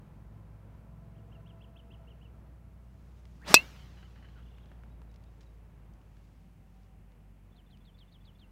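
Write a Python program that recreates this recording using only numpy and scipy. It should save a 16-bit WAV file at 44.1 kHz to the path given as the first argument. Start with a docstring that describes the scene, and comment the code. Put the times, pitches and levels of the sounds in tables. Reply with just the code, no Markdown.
"""A golf tee among desert bluffs, one microphone near the golfer. A driver's shaft swishes, the hollow
metal head cracks on the ball and its ring rises in pitch as it swings round; the ball hisses away,
the turf scatters the crack and the bluffs answer faintly. Close by, shoes and clothes tick and rustle.
A small bird sings softly, and far engines drone over a low rumble and a wash of distant air."""
import sys
import numpy as np
from scipy import signal
from scipy.fft import rfft, irfft, next_fast_len
from scipy.io import wavfile
from scipy.ndimage import map_coordinates

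SR = 44100
rng = np.random.default_rng(int(sys.argv[2]) if len(sys.argv) > 2 else 0)


def generate_wav(sig):
    """Save sig (samples, or channels by samples) to the path in sys.argv[1] as 16-bit PCM at SR."""
    pcm = np.round(np.clip(np.atleast_2d(sig).T, -1, 1) * 32767).astype(np.int16)
    wavfile.write(sys.argv[1], SR, pcm)


N = 375291
T = np.arange(N) / SR
AGE = np.arange(SR // 2) / SR  # seconds since the start of a short sound
IMPACT_S = 3.5422


def amp(db):
    """Decibels to gain."""
    return 10 ** (np.asarray(db) / 20)


def unit(x):
    """Scales to rms 1."""
    return x / np.sqrt(np.mean(x ** 2) + 1e-20)


def bell(x, middle, width):
    """A smooth swell of height 1."""
    return np.exp(-((x - middle) / width) ** 2)


def follow(rows, t):
    """Each column of a curve at times t."""
    times, *columns = np.transpose(rows)
    return [np.interp(t, times, column) for column in columns]


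def colour(points, hz):
    """Gain of a spectrum at the given frequencies."""
    f, db = np.transpose(points)
    return amp(np.interp(np.log(hz + 1), np.log(f), db))


def shaped(x, points):
    """Filters x by a spectrum."""
    size = next_fast_len(len(x))
    return irfft(rfft(x, size) * colour(points, np.fft.rfftfreq(size, 1 / SR)), size)[:len(x)]


def noise(points):
    """Steady noise of a given spectral shape, rms 1."""
    return unit(shaped(rng.standard_normal(N), points))


def wander(hz):
    """Smooth random drift up to about the given rate, rms 1."""
    size = next_fast_len(N)
    lowpass = np.exp(-(np.fft.rfftfreq(size, 1 / SR) / hz) ** 2)
    return unit(irfft(rfft(rng.standard_normal(size)) * lowpass, size)[:N])


def blurred_tone(hz, blur_hz):
    """A tone of wavering strength and phase, rms 1."""
    phase = 2 * np.pi * np.cumsum(hz * np.ones(N)) / SR
    return wander(blur_hz) * np.sin(phase) + wander(blur_hz) * np.cos(phase)


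def moving_noise(gain, size=256):
    """Noise whose spectral shape is gain(Hz, s), kept near rms 1."""
    frames = dict(nperseg=size, noverlap=size * 3 // 4)
    hz, t, spectra = signal.stft(rng.standard_normal(N), SR, **frames)
    gains = gain(hz[:, None], t[None])
    return signal.istft(spectra * gains / np.sqrt((gains ** 2).mean(0)), SR, **frames)[1][:N]


def click(points, size=4096):
    """A minimum-phase click of a given spectral shape, peak 1."""
    log_gain = np.log(colour(points, abs(np.fft.fftfreq(size, 1 / SR))))
    pulse = np.fft.ifft(np.exp(signal.hilbert(log_gain).conj())).real
    return pulse / abs(pulse).max()


def add(mix, s, sound):
    """Mixes a sound in at s seconds."""
    part = mix[round(s * SR):][:len(sound)]
    part += sound[:len(part)]


def strike(speed_m_s=45, arc_rad=2.9, slowing_s=.13, thwack_db=6, rebound_db=-14, rebound_s=.0038):
    """The ball thwacks the face, and the hollow head rings while it swings on."""
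    # modes of the head as heard at impact: f/Hz, level/dB, t60/s
    head_modes = [(2005, -37, .27), (3960, -24, .115), (2710, -13, 0.048), (2860, -20, .03),
                  (3540, -7.5, .028), (4200, -12, .045), (4450, -22, .03), (4640, -9, 0.048),
                  (5070, -8, .035), (5590, -8, .04), (5995, -13, .033), (6300, -17.5, .025),
                  (7365, -10.5, .025), (7875, -1.5, .016), (10000, -18, .015), (12100, -16.5, .015),
                  (13950, -23.5, 0.018)]
    # spectrum of the noise in the snap and clang: f/Hz, level/dB
    burst_spectrum = [(100, -24), (300, -9), (1000, -11), (1600, -10.5), (2100, -14.5), (3000, -2),
                      (4500, -2), (6000, 0), (8500, -5.5), (13000, -6), (15500, -13), (17000, -35)]
    # spectrum of the ball's contact: f/Hz, level/dB
    thwack = [(25, -60), (60, -40), (150, -17), (280, -6.5), (600, -5), (1100, -2.5), (1650, -4),
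              (2100, -14.5), (4000, -29.5), (9000, -51)]
    snap_db, snap_t60, clang_db, clang_t60 = -2, .011, -19, .07
    # the head first flees the microphone, then turns upward: its pitch rises
    angle = arc_rad * (1 - np.exp(-AGE / slowing_s))
    doppler = (343 + speed_m_s) / (343 + speed_m_s * np.cos(angle))
    clock = np.cumsum(doppler) / SR
    ring = sum(amp(db - 60 * AGE / t60) * np.sin(2 * np.pi * (hz * clock + rng.random()))
               for hz, db, t60 in head_modes)
    ring += crown(clock)
    # a brief broadband snap opens the crack; a duller clang lingers
    burst = noise(burst_spectrum)[:len(AGE)]
    ring += amp(snap_db - 60 * AGE / snap_t60) * burst
    ring += amp(clang_db - 60 * AGE / clang_t60) * shaped(burst, [(6000, .5), (11000, -6)])
    ring *= np.minimum(AGE / .00013, 1) ** 2  # the ring builds while the ball is on the face
    add(ring, 0, -amp(thwack_db) * click(thwack))
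    add(ring, rebound_s, amp(rebound_db) * click(thwack))  # thrown back by the ground near the tee
    out = np.zeros(N)
    add(out, IMPACT_S, ring)
    return out


def crown(clock, hz=2560, level_db=3, t60=.087, beat_hz=122, twin_db=-13):
    """The head's loudest mode beats with a close twin while its beam swings past the microphone."""
    facing_s, turn_s, averted_db = .0165, .005, -13
    lobe_top_s, lobe_period_s, lobe_db = .029, .026, 3.5
    beam_db = averted_db * (1 - np.tanh((AGE - facing_s) / turn_s)) / 2
    side_lobes_db = lobe_db * np.cos(2 * np.pi * (AGE - lobe_top_s) / lobe_period_s)
    flutter_db = wander(150)[:len(AGE)]
    gain = amp(level_db - 60 * AGE / t60 + beam_db + side_lobes_db + flutter_db)
    twin = amp(twin_db) * np.sin(2 * np.pi * (hz + beat_hz) * clock)
    return gain * (np.sin(2 * np.pi * hz * clock) + twin)


def swish(full_speed_db=-36.5, db_per_doubling=17, whistle_hz=5778, pass_s=3.509, push_hz=180):
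    """The shaft's eddies rise with its speed; the passing head shoves the air and trails a wake."""
    # the swing: t/s, club speed/share of the fastest
    swing = [(3.3, .12), (3.41, 0.22), (3.441, .35), (3.47, 0.65), (3.483, 0.88), (3.512, 1), (3.545, .9),
             (3.6, 0.53), (3.7, 0.11)]
    # spectrum of the eddies at full speed: f/Hz, level/dB
    eddy_spectrum = [(60, -26), (150, -13), (350, -11), (800, -8), (1900, -12.5), (3000, -15.5),
                     (5500, -15), (8000, -24), (12000, -31), (16000, -39)]
    # spectrum of the air behind the head: f/Hz, level/dB
    wake_spectrum = [(60, -15), (150, 0), (400, -1), (900, -6), (2000, -11), (4000, -30)]
    speed = follow(swing, T)[0]
    swinging = (T > swing[0][0]) * (T < swing[-1][0])
    eddies = moving_noise(lambda hz, t: colour(eddy_spectrum, hz / follow(swing, t)[0]))
    eddies *= amp(full_speed_db + db_per_doubling * np.log2(speed)) * swinging
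    # the eddy tone is clear only near a third of full speed, before the flow breaks up
    smooth_flow = bell(np.log2(speed), np.log2(.34), .45) * (T < IMPACT_S)
    whistle = amp(-57.5) * smooth_flow * blurred_tone(whistle_hz * speed, blur_hz=200)
    push = amp(-31) * bell(T, pass_s, .009) * np.sin(2 * np.pi * push_hz * (T - pass_s))
    wake = amp(-37.5) * bell(T, pass_s + .009, .019) * noise(wake_spectrum)
    return eddies + whistle + push + wake


def ball(level_db=-50, near_s=.09, fade_db_per_s=9, dulling_db_per_khz_s=1.53, ground_gain=.43):
    """The spinning ball hisses away; its ground echo lags more as it climbs, sweeping a comb down."""
    # spectrum of the ball leaving the tee: f/Hz, level/dB
    spectrum = [(150, -15), (500, -5.5), (1500, -5), (3000, -5), (6000, -10), (9000, -21.5), (15000, -17.5)]
    flight_s = np.maximum(T - IMPACT_S, 0)
    hiss = moving_noise(lambda hz, t: colour(spectrum, hz)
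                        * amp(-dulling_db_per_khz_s * hz / 1000 * np.clip(t - IMPACT_S, 0, 2)))
    hiss *= (flight_s > 0) * amp(level_db - fade_db_per_s * flight_s) / (1 + flight_s / near_s)
    lag_s = .0004 + .0019 * flight_s
    return hiss + ground_gain * map_coordinates(hiss, [(T - lag_s) * SR], order=3)


def turf(level_db=-46, t60=.55):
    """The ground around the tee scatters the crack into a short dull tail."""
    # spectrum of the tail: f/Hz, level/dB
    spectrum = [(50, -6), (120, 0), (300, -4), (700, -10), (2000, -15), (4000, -29), (9000, -45)]
    since = np.maximum(T - IMPACT_S, 0)
    return (since > 0) * amp(level_db - 60 * since / t60) * noise(spectrum)


def bluffs(crack, doppler=1.16, treble_db_per_s=-9):
    """Rough rock faces send the crack back late, smeared and duller the farther off they stand."""
    # echoes reaching the microphone: t/s, level/dB, spread/s
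    echoes = [(3.76, -52, 0.0081), (3.791, -52.5, 0.033), (3.97, -53, 0.036), (4.027, -49.5, 0.01),
              (4.158, -53, .008), (4.174, -54, 0.014), (4.226, -53.5, 0.012), (4.243, -51, 0.015),
              (4.286, -53.5, .012)]
    # colour of the long way through the air: f/Hz, gain/dB
    air_path = [(200, 14), (700, -8), (1500, 0), (3000, 2.5), (4400, -0.5), (6000, -37), (12000, -35)]
    # the head moves toward the bluffs, so they receive a higher pitch
    sent = np.interp(IMPACT_S + doppler * AGE, T, crack)
    paths = np.zeros(N)
    for s, db, spread_s in echoes:
        scatter = rng.standard_normal(len(AGE)) * np.exp(-AGE / spread_s)
        dulling = [(1800, 0), (3000, treble_db_per_s * (s - IMPACT_S))]
        add(paths, s, shaped(amp(db) * scatter / np.linalg.norm(scatter), dulling))
    return shaped(signal.fftconvolve(paths, sent)[:N], air_path)


def golfer(grain_db=1.3, scuff_s=4.387, scuff_db=-62, tick_octaves=1.1):
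    """Near the microphone, cloth rustles, a shoe pivots on the turf, and shoes, grip and clothes tick."""
    # body movements: middle t/s, half length/s, level/dB
    moves = [(3.049, .3, -87), (3.6, .45, -75), (4.401, 0.44, -83), (5.42, 0.28, -83), (6.25, 0.29, -80.5),
             (6.78, .15, -83)]
    # spectrum of rubbing cloth: f/Hz, level/dB
    cloth = [(300, -10.5), (1500, 0.5), (3500, -1), (6500, -3.5), (10000, -14.5), (15000, -23)]
    # spectrum of the shoe's scuff: f/Hz, level/dB
    scuff = [(400, -12), (1200, -10), (1500, -1), (1750, -15), (3000, -19), (8000, -50)]
    # small ticks: t/s, level/dB, centre f/Hz, decay/s
    ticks = [(3.254, -53, 2700, .0015), (3.418, -65, 5000, .002), (4.584, -56.5, 1300, .002),
             (4.658, -60, 1700, .002), (4.716, -53.5, 750, .0045), (4.836, -51.5, 600, .003),
             (5.018, -54, 650, .003), (5.114, -72, 4500, .006), (5.141, -66, 4000, .0044),
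             (5.16, -60, 3500, .0025), (5.239, -65, 5000, .003), (5.408, -63.5, 3200, .013),
             (5.429, -70, 3500, .01), (5.937, -65, 6000, .002), (6.015, -65, 2500, .0017),
             (6.169, -62.5, 1500, 0.0039), (6.833, -69, 2513, .002), (7.119, -65, 2200, .002),
             (7.773, -63, 2200, .002)]
    # softening of the ticks by cloth and turf: f/Hz, gain/dB
    muffle = [(5500, 6), (12000, -12)]
    motion = sum(amp(db) * bell(T, s, half_s) for s, half_s, db in moves)
    out = motion * amp(grain_db * wander(40)) * noise(cloth)
    out += amp(scuff_db) * bell(T, scuff_s, .03) * noise(scuff)
    hz = np.fft.rfftfreq(len(AGE), 1 / SR) + 1
    for s, db, centre_hz, decay_s in ticks:
        band = np.exp(-(np.log2(hz / centre_hz) / tick_octaves) ** 2 / 2)
        burst = irfft(rfft(rng.standard_normal(len(AGE))) * band * colour(muffle, hz))
        add(out, s, amp(db) * unit(burst) * np.exp(-AGE / decay_s))
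    return out


def glide(length_s, from_hz, to_hz, bend=1, ease=1, waver=.021, waver_s=.004):
    """One near-pure whistle of the bird, sliding between two pitches as it swells and fades."""
    progress = np.linspace(0, 1, round(length_s * SR))
    drift = np.interp(progress * length_s / waver_s, np.arange(64), rng.standard_normal(64))
    slide = 1 - (1 - progress ** bend) ** ease
    hz = (from_hz + (to_hz - from_hz) * slide) * (1 + waver * drift)
    return np.sqrt(abs(np.sin(np.pi * progress))) * np.sin(2 * np.pi * np.cumsum(hz) / SR)


def bushes(x, scatter_db, scatter_s=.071):
    """Bushes and rocks add a short scatter on the way to the microphone."""
    tail = rng.standard_normal(len(AGE)) * np.exp(-AGE / scatter_s)
    return x + amp(scatter_db) * signal.oaconvolve(x, tail / np.linalg.norm(tail))[:N]


def bird_arches(low_hz=2647, leap_s=.025, break_s=.005, resume=.93):
    """Before the swing, the bird's whistle leaps up, breaks off at the top and falls back."""
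    # arched notes: top t/s, top f/Hz, level/dB, fall/s
    notes = [(1.174, 3530, -74.5, .024), (1.34, 3300, -65, 0.026), (1.482, 3800, -64.5, 0.033),
             (1.631, 3580, -62.5, 0.019), (1.782, 3790, -60.5, 0.021), (1.929, 3650, -61, 0.02),
             (2.096, 3470, -63.5, 0.026), (2.236, 3370, -65, 0.032)]
    out = np.zeros(N)
    for s, top_hz, db, fall_s in notes:
        add(out, s - leap_s, amp(db) * glide(leap_s, low_hz, top_hz, bend=1.72))
        add(out, s + break_s, amp(db) * glide(fall_s, resume * top_hz, low_hz, bend=.9))
    return bushes(out, scatter_db=-12)


def bird_twitter(low_hz=2520, half_s=.028, break_s=.005, pip_s=.02336):
    """After the shot, a soft run of rounded notes, each broken at its top, then a few level pips."""
    # quick rolling notes: top t/s, top f/Hz, level/dB
    notes = [(4.32, 3700, -74.5), (4.385, 3500, -73), (4.445, 3550, -70.5), (4.5, 3600, -69),
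             (4.56, 3750, -71), (4.62, 3800, -71), (4.68, 3800, -73), (4.745, 3650, -79)]
    # soft pips: t/s, f/Hz, level/dB
    pips = [(4.92, 3810, -78.5), (5.101, 3860, -77), (5.27, 3796, -77), (5.47, 3826, -75)]
    out = np.zeros(N)
    for s, top_hz, db in notes:
        add(out, s - half_s, amp(db) * glide(half_s - break_s, low_hz, top_hz, waver=.04))
        add(out, s + break_s, amp(db) * glide(half_s, top_hz, low_hz, waver=.04))
    for s, hz, db in pips:
        add(out, s - pip_s / 2, amp(db) * glide(pip_s, hz, hz))
    return bushes(out, scatter_db=-7)


def bird_slurs(lead_s=.052, pip_s=.021, pip_hz=3480, pip_db=-7, flick_s=.0073, dip_db=-9, knee=.83):
    """Each late note is a soft pip, a dip and flick to the top, then a long slide from the knee."""
    # slurred notes: top t/s, top f/Hz, level/dB, slide/s, end f/Hz
    notes = [(7.569, 4513, -66.5, 0.038, 2880), (7.714, 4530, -66, 0.042, 2870),
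             (7.858, 4700, -65.5, 0.047, 3000), (7.993, 4840, -61.5, 0.042, 2900),
             (8.129, 4830, -63.5, 0.04, 2890), (8.258, 4810, -63.5, 0.045, 2870),
             (8.4, 4650, -63.5, 0.051, 2720)]
    out = np.zeros(N)
    for s, top_hz, db, slide_s, end_hz in notes:
        knee_hz = knee * top_hz
        add(out, s - lead_s, amp(db + pip_db) * glide(pip_s, pip_hz, pip_hz))
        add(out, s - 2 * flick_s, amp(db + dip_db) * glide(flick_s, top_hz, pip_hz))
        add(out, s - flick_s, amp(db) * glide(flick_s, pip_hz, top_hz, bend=1.5))
        add(out, s, amp(db) * glide(flick_s / 2, top_hz, knee_hz))
        add(out, s + flick_s / 2, amp(db) * glide(slide_s, knee_hz, end_hz, ease=1.5))
    return bushes(out, scatter_db=-16.5)


def engine(curve, orders, flutter_db):
    """Only the low orders of a far engine carry to the tee, each fluttering in the moving air."""
    hz, level_db = follow(curve, T)
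    cycles = np.cumsum(hz) / SR
    out = np.zeros(N)
    for multiple, db in orders:
        gain = amp(level_db + db + flutter_db * wander(3.99))
        out += gain * np.sin(2 * np.pi * (multiple * cycles + rng.random()))
    return np.sqrt(2) * out


def far_engines():
    """Out on the course one engine drones on, a mower fades away and a cart comes into earshot."""
    # the droning engine: t/s, firing f/Hz, level/dB
    drone = [(0.0, 54.2, -55.5), (0.37, 54.55, -52.5), (1.35, 58.4, -54.5), (3.16, 59.83, -53),
             (4.94, 57.1, -51.5), (6.6, 50.5, -57), (8.4, 47.46, -57.5)]
    # the mower's and the cart's engines: t/s, cycle f/Hz, level/dB
    mower = [(0, 20.5, -57), (1.2, 21.3, -54), (2.2, 21.2, -61), (3.2, 20.2, -75), (8.5, 20, -95)]
    cart = [(0, 18.5, -85), (2.8, 18.5, -61), (4.6, 18.3, -60.5), (5.9, 17.5, -62), (7.4, 19.4, -62.5),
            (8.5, 19, -65)]
    # orders of each engine: multiple of its f, relative level/dB
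    drone_orders = [(1, 0), (2, -11)]
    mower_orders = [(5, -1), (6, -12), (7, -7), (8, -8), (9, -16), (10, -11)]
    cart_orders = [(5, -3), (7, -8), (8, -6), (9, -9), (10, -7), (12, -13)]
    return (engine(drone, drone_orders, flutter_db=.8)
            + engine(mower, mower_orders, flutter_db=1.8)
            + engine(cart, cart_orders, flutter_db=1.8))


def far_whines():
    """Blurred tones of far machinery drift in and out."""
    # whining tones: start t/s, end t/s, f/Hz, blur/Hz, level/dB
    tones = [(.8, 2.3, 667, 14, -69.5), (0, 3.5, 660, 25, -77), (.8, 2.4, 472, 10, -75),
             (0, 2.1, 1000, 50, -76), (0, 3.3, 1335, 30, -82), (6.3, 7.5, 770, 10, -78),
             (7.5, 7.75, 720, 15, -76)]
    out = np.zeros(N)
    for start, end, hz, blur_hz, db in tones:
        progress = np.clip((T - start) / (end - start), 0, 1)
        swell = np.sqrt(abs(np.sin(np.pi * progress)))
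        out += amp(db) * swell * blurred_tone(hz, blur_hz)
    return out


def air(rumble_db=-60, rumble_fall_db_per_s=.34, gust_s=7.82, hiss_db=-88, hiss_rise_db_per_s=1):
    """A lumpy rumble, swelled by one puff of wind, lies under a distant wash and a faint growing hiss."""
    # spectra of the low rumble, the distant wash and the high hiss: f/Hz, level/dB
    rumble_spectrum = [(20, -35), (32, -13), (45, 0.5), (70, 2.5), (100, -2), (160, -4.5), (220, -7),
                       (320, -15.5), (600, -54.5)]
    wash_spectrum = [(100, -10), (300, 1.5), (500, -1), (900, -5), (1400, -10.5), (2500, -18.5),
                     (3600, -27), (6000, -35), (12000, -56.5)]
    hiss_spectrum = [(900, -25), (1800, -1), (2800, -1.5), (3600, -13), (6000, -29)]
    # slow course of the wash: t/s, level/dB
    wash_level = [(0, -65.5), (1.4, -65), (3, -67.5), (5.7, -66.5), (6.7, -70.5), (8.5, -70)]
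    gust_db = 4.5 * bell(T, gust_s, .15)
    lumps_db = 1.8 * wander(6)
    rumble = amp(rumble_db - rumble_fall_db_per_s * T + gust_db + lumps_db) * noise(rumble_spectrum)
    wash = amp(follow(wash_level, T)[0] + .77 * wander(3.1)) * noise(wash_spectrum)
    hiss = amp(hiss_db + hiss_rise_db_per_s * T) * noise(hiss_spectrum)
    return rumble + wash + hiss


def scene():
    """Swing, strike and flight over the quiet of the course, heard in mono from the tee."""
    crack = strike()
    shot = swish() + crack + turf() + ball() + bluffs(crack)
    engines = far_engines()
    rustle = golfer()
    bird = bird_arches() + bird_twitter() + bird_slurs()
    return (shot + rustle + bird + engines + far_whines() + air())[None]


def record(dry, hiss_db=-81, edge_hz=15900):
    """The microphone's preamplifier hisses and overloads on the crack; a low-pass cuts the top treble."""
    clipped = np.clip(dry + amp(hiss_db) * rng.standard_normal(dry.shape), -1, 1)
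    lowpass = signal.firwin(255, edge_hz, window=("kaiser", 8), fs=SR)
    return signal.oaconvolve(clipped, lowpass[None], "same")


dry = scene()
out = record(dry)
generate_wav(out)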